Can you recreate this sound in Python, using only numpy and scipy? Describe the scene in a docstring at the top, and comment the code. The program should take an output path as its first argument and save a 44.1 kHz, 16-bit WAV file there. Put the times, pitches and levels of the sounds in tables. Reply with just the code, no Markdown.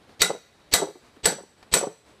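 """In an outdoor hush, with a soft rustle and the tick of a loose padlock, a hammer swings at a steel
entry tool whose blade is wedged at the lock on a timber post. Four blows land, half a second apart.
A brief swell of hiss and ringing tones is heard just before each. The blow cracks, thumps the post,
rings the steel and shakes the lock; post and fitting knock back, and the yard echoes faintly.
The recorder turns itself down after each blow, then lets the hush return."""
import sys
import numpy as np
from scipy import signal
from scipy.fft import rfft, irfft
from scipy.io import wavfile
from scipy.ndimage import uniform_filter1d, minimum_filter1d

SR = 44100
rng = np.random.default_rng(int(sys.argv[2]) if len(sys.argv) > 2 else 0)


def waveform_to_disk(signal):
    """Save audio, clipped to [-1, 1], as 16-bit WAV at the path in sys.argv[1]."""
    frames = np.transpose(np.atleast_2d(signal))
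    scaled = np.clip(frames, -1, 1) * 32767
    samples = np.round(scaled).astype(np.int16)
    wavfile.write(sys.argv[1], SR, samples)


N = 97020

# The hammer blows. Each row: time in seconds, extra dB for the crack, clatter, ring and thump,
# spot struck on the tool from 0 to 1, treble tilt in dB per octave.
BLOWS = [(.2178, 3, 0, 0, 3, 0.16, 0.5), (0.7375, 2, 1.5, 2, 10, 0.38, 1),
         (1.2555, -1.5, 0, -1, 2.5, 0.85, -0.73), (1.7384, 0, 0, 1, 5.5, 1, -0.17)]


def amp(db):
    """Turns decibels into a number to multiply a sound by."""
    return 10 ** (np.asarray(db) / 20)


def evened(x):
    """Scales a sound to an average (rms) level of 1."""
    return x / np.sqrt(np.mean(x ** 2) + 1e-20)


def read(points, hz):
    """Reads between the rows of a table, with frequencies spaced by octaves."""
    row_hz, value = np.transpose(points)
    return np.interp(np.log(hz + 1), np.log(row_hz + 1), value)


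def add(mix, start_s, sound):
    """Mixes a sound in at its start time."""
    part = mix[max(round(start_s * SR), 0):][:len(sound)]
    part += sound[:len(part)]


def coloured(x, spectrum, tilt_db=0):
    """Sets how strong a sound's low and high parts are, then evens its level."""
    hz = np.fft.rfftfreq(len(x), 1 / SR)
    gain = amp(read(spectrum, hz) + tilt_db * np.log2(hz + 20))
    return evened(irfft(rfft(x) * gain, len(x)))


def wobble(length, span_s):
    """A random curve that drifts to a new value every span_s seconds."""
    t = np.arange(length) / SR
    return np.interp(t / span_s, np.arange(length), rng.standard_normal(length))


def fade(t, fade_s):
    """Dies away by 60 dB in fade_s seconds, the fade time."""
    return np.exp(-np.log(1000) * t / fade_s)


def dying(x, fade_times):
    """Lets each frequency die away at its own speed."""
    hz, t, bands = signal.stft(x, SR, nperseg=256)
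    gain = amp(-60 * t / read(fade_times, hz)[:, None])
    return signal.istft(bands * gain, SR)[1][:len(x)]


def hush():
    """The outdoor background: low, soft noise that swells slightly."""
    # The tone of the hush. Each row: frequency in Hz, relative level in dB.
    spectrum = [(25, -14), (65, 6.5), (130, 5), (250, 3), (420, 5), (800, -0.5), (1400, -3.5), (2800, -8.5),
                (4000, -9), (6500, -19), (10000, -21), (15000, -34)]
    level_db = -57.5 + 1.1 * wobble(N, span_s=0.04)
    return amp(level_db) * coloured(rng.standard_normal(N), spectrum)


def rustles():
    """Soft rustles, probably a sleeve as the arm draws back."""
    # The rustles. Each row: start in seconds, length in seconds, level in dB.
    moves = [(.07, 0.086, -56), (0.523, 0.087, -57.5), (1.012, 0.11, -52), (2.037, 0.09, -55)]
    # Their tone. Each row: frequency in Hz, relative level in dB.
    spectrum = [(25, -6), (70, 8.5), (160, 5), (260, 10.5), (450, 2), (800, 3.5), (1400, 0), (2800, -7),
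                (4000, -6), (6500, -12), (10000, -17), (15000, -32)]
    out, t = np.zeros(N), np.arange(SR // 4) / SR
    for start_s, length_s, db in moves:
        arch = np.sqrt(abs(np.sin(np.pi * np.minimum(t / length_s, 1))))
        add(out, start_s, amp(db) * arch * coloured(rng.standard_normal(len(t)), spectrum))
    return out


def ticks():
    """The loose lock shifts and ticks faintly while the hammer is away."""
    # The ticks. Each row: start in seconds, level in dB.
    shifts = [(0.093, -50.5), (1.165, -51), (1.628, -42.5)]
    # Their tone. Each row: frequency in Hz, relative level in dB.
    spectrum = [(200, 2.5), (1300, 6.5), (2500, -2.5), (4000, -3), (8000, -19), (15000, -26.5)]
    out, t = np.zeros(N), np.arange(SR // 4) / SR
    for start_s, db in shifts:
        noise = coloured(rng.standard_normal(len(t)), spectrum)
        add(out, start_s, amp(db) * noise * fade(t, fade_s=0.042))
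    return out


def knocks():
    """The shaken post and fitting knock with short, hollow timber tones that have no deep bass."""
    # The knocks. Each row: start in seconds, level in dB, pitch in Hz, fade time in seconds.
    hits = [(.095, -48.5, 443, 0.1), (.296, -16, 488, 0.043), (.3025, -12, 558, 0.046),
            (0.3096, -16, 459, 0.046), (.332, -25, 422.6, 0.087), (.348, -26.5, 479, 0.09),
            (0.797, -19.5, 444, 0.078), (.8185, -12, 428.6, 0.077), (.828, -13.5, 396, 0.1),
            (.870, -27.5, 524, .06), (0.885, -27.5, 419, 0.11), (.903, -32.5, 495, 0.038),
            (.953, -35.5, 361, .1), (1.166, -42, 261.5, 0.054), (1.275, -17.5, 552, 0.036),
            (1.325, -18.5, 411, 0.032), (1.384, -29.5, 560, .09), (1.402, -32.5, 397, 0.071),
            (1.435, -34.5, 402, 0.048), (1.766, -11.5, 477, .06), (1.811, -17.5, 543, 0.044),
            (1.827, -11.5, 417, 0.037), (1.834, -13.5, 563.7, 0.086), (1.869, -15, 407.4, 0.053),
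            (1.893, -32.5, 444, 0.15)]
    # The timber's tones. Each row: multiple of the knock's pitch, relative level in dB.
    timber = [(0.378, -19), (.78, -7.5), (0.998, -0.5), (1.301, -8), (1.618, -12), (2.049, -15.5),
              (2.7, -29.5)]
    # The gritty noise in a knock. Each row: frequency in Hz, relative level in dB.
    grit_spectrum = [(30, -41.5), (80, -7), (160, -2), (280, -16.5), (500, -3), (900, -0.5), (1500, -17),
                     (4000, -37.5), (9000, -28.5), (15000, -62.5)]
    rise_s, bass_cut_hz = 0.0016, 137.2
    out, t = np.zeros(N), np.arange(SR // 4) / SR
    for start_s, db, hz, fade_s in hits:
        wood = sum(amp(tone_db) * np.sin(2 * np.pi * (hz * ratio * t + rng.random()))
                   for ratio, tone_db in timber)
        grit = amp(-10.5) * coloured(rng.standard_normal(len(t)), grit_spectrum)
        add(out, start_s, amp(db) * (wood + grit) * fade(t, fade_s) * np.minimum(t / rise_s, 1))
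    return signal.sosfilt(signal.butter(4, bass_cut_hz, "high", fs=SR, output="sos"), out)


def yard_echo(x):
    """The surroundings send back a thin, blurred echo."""
    # How the echo dies. Each row: frequency in Hz, fade time in seconds.
    fade_times = [(200, 0.45), (2000, 0.99), (5000, 0.88), (9000, 0.68), (15000, 0.71)]
    tail = dying(rng.standard_normal(SR), fade_times)
    return amp(-27.5) * signal.fftconvolve(x, tail / np.linalg.norm(tail))[:N]


def lead_in_swells():
    """A brief swell of hiss and ringing tones is heard just before each crack."""
    # The tone of the hiss. Each row: frequency in Hz, relative level in dB.
    hiss_spectrum = [(50, 8), (150, -0.5), (500, 2), (1200, -11.5), (2500, -2.5), (4500, -3.5), (6500, -10),
                     (8200, -13), (9500, -25), (15000, -30.5)]
    # The balance of the ringing tones. Each row: frequency in Hz, relative level in dB.
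    ring_spectrum = [(2000, -8), (3800, -5), (4600, 2.5), (7000, -11.5), (8100, -0.5), (9000, -24)]
    peak_s, lead_s = 0.016, 0.0235
    out, t = np.zeros(N), np.arange(SR // 20) / SR
    swell = amp(np.interp(t, [0, peak_s, lead_s], [-19, 0, -5])) * (t < lead_s)
    for time_s, *_, spot, tilt_db in BLOWS:
        hiss = amp(-27) * coloured(rng.standard_normal(len(t)), hiss_spectrum, tilt_db)
        ring = amp(-22) * coloured(steel(t, spot, fading=False), ring_spectrum)
        add(out, time_s - lead_s, swell * hiss + swell ** 2.4 * ring)  # the ring swells more steeply
    return out


def steel(t, spot, fading=True):
    """The tool rings with many wavering tones; the spot struck sets how strong each is."""
    # The tool's tones. Each entry: frequency in Hz.
    pitches = [1310, 2013, 3762, 3877, 4133, 4368, 4600, 5640, 5925, 7041, 7736, 7930, 8082, 8600, 13500,
               14880]
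    # The same tones. Each row: dB when struck at spot 0, dB at spot 1, fade time in seconds.
    tones = [(-51.5, -43.5, 0.39), (-17, -28.5, 0.21), (-13.5, -35.5, 0.12), (-18, -35, 0.26),
             (-15, -36, 0.065), (-13.5, -30.5, 0.057), (-8, -29, 0.021), (-20, -21, 0.051),
             (-31, -28, 0.35), (-30.5, -30, 0.12), (-24, -18.5, 0.19), (-24, -13.5, .25),
             (-33, -8.5, 0.053), (-39.5, -23, .2), (-28.5, -35, .09), (-32, -36.5, .11)]
    waver_s = 0.006
    out = np.zeros(len(t))
    for hz, (spot0_db, spot1_db, fade_s) in zip(pitches, tones):
        waver = 1 + wobble(len(t), waver_s) + 1j * wobble(len(t), waver_s)  # in level and phase
        tone = (waver * np.exp(2j * np.pi * (hz * t + rng.random()))).real
        level = amp(spot0_db + (spot1_db - spot0_db) * spot)
        out += level * tone * (fade(t, fade_s) if fading else 1)
    return out


def thump(t, rise_s):
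    """The post takes the blow with one low, short tone."""
    hz = 65
    return np.sin(2 * np.pi * hz * t) * fade(t, fade_s=0.064) * np.minimum(t / rise_s, 1)


def crack(t, tilt_db):
    """Steel meets steel in a very short, bright burst of noise."""
    # The crack's tone. Each row: frequency in Hz, relative level in dB.
    spectrum = [(100, -13.5), (400, 2), (1000, -10.5), (2000, 0), (3000, -3.5), (4100, 7.5), (5500, -2.5),
                (8000, -6.5), (11000, -9.5), (15000, -18)]
    return coloured(rng.standard_normal(len(t)), spectrum, tilt_db) * fade(t, fade_s=0.026)


def clatter(t, common_noise, tilt_db):
    """Lock, bolt and tool chatter together, partly the same way at every blow."""
    # The clatter's tone. Each row: frequency in Hz, relative level in dB.
    spectrum = [(30, -46.5), (90, -23), (150, -0.5), (205, 1), (270, -7.5), (430, 6.5), (700, 1),
                (1050, -3.5), (1400, 1.5), (1900, -4.5), (2700, -7), (4000, -2), (5200, -6), (7500, -2),
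                (8300, -0.5), (9500, -8.5), (11400, -5), (12400, -17), (13600, -14.5), (15000, -15.5)]
    # How it dies. Each row: frequency in Hz, fade time in seconds.
    fade_times = [(200, 0.33), (600, 0.26), (2000, 0.24), (5000, .24), (9000, 0.19), (15000, 0.13)]
    share, rise_s = 0.84, 0.0036
    shaking = share * common_noise + np.sqrt(1 - share ** 2) * rng.standard_normal(len(t))
    metal = small_parts(coloured(shaking, spectrum, tilt_db))
    chatter = amp(wobble(len(t), span_s=0.003))
    return dying(metal, fade_times) * chatter * np.minimum(t / rise_s, 1)


def small_parts(x):
    """Many small metal parts crowd a sound's spectrum with narrow peaks and dips."""
    depth_db, spacing_hz, full_depth_hz = 3.2, 90, 1000
    hz = np.fft.rfftfreq(len(x), 1 / SR)
    ripple = np.interp(hz / spacing_hz, np.arange(len(hz)), rng.standard_normal(len(hz)))
    gain = amp(depth_db * ripple * np.minimum(hz / full_depth_hz, 1))
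    return evened(irfft(rfft(x) * gain, len(x)))


def blows():
    """Each blow cracks, shakes the lock and rings the tool; the post's thump starts just ahead."""
    ring_rise_s, thump_lead_s = 0.002, 0.0099
    out, t = np.zeros(N), np.arange(SR // 2) / SR
    common_noise = rng.standard_normal(len(t))
    for time_s, crack_db, clatter_db, ring_db, thump_db, spot, tilt_db in BLOWS:
        add(out, time_s, amp(crack_db - 2) * crack(t, tilt_db))
        add(out, time_s, amp(clatter_db - 11) * clatter(t, common_noise, tilt_db))
        add(out, time_s, amp(ring_db) * steel(t, spot) * np.minimum(t / ring_rise_s, 1))
        add(out, time_s - thump_lead_s, amp(thump_db - 25.5) * thump(t, rise_s=thump_lead_s))
    return out


def scene():
    """All the sounds, mixed into one channel."""
    near = blows() + lead_in_swells() + knocks() + ticks()
    return (near + yard_echo(near) + rustles() + hush())[None]


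def record(dry):
    """The recorder turns down for a moment after loud sounds, rounds peaks and cuts the top treble."""
    threshold_db, max_drop_db, hold_s, recover_s = -19.5, 5.5, 0.28, 0.0142
    top_hz = 15380
    power_db = 10 * np.log10(abs(uniform_filter1d(dry[0] ** 2, size=200)) + 1e-12)
    drop_db = np.clip(power_db - threshold_db, 0, max_drop_db)
    half_hold = int(hold_s * SR) // 2
    # Keep the biggest drop of the last hold_s seconds.
    held_db = -minimum_filter1d(-drop_db, 2 * half_hold + 1, origin=half_hold, mode="constant")
    ease = np.exp(-1 / (recover_s * SR))
    eased_db = signal.lfilter([1 - ease], [1, -ease], held_db)
    turned_down = dry * amp(-np.maximum(held_db, eased_db))  # down at once, back up smoothly
    treble_cut = signal.firwin(301, top_hz, window=("kaiser", 9), fs=SR)
    return signal.oaconvolve(np.tanh(turned_down), treble_cut[None], "same")


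dry = scene()
out = record(dry)
waveform_to_disk(out)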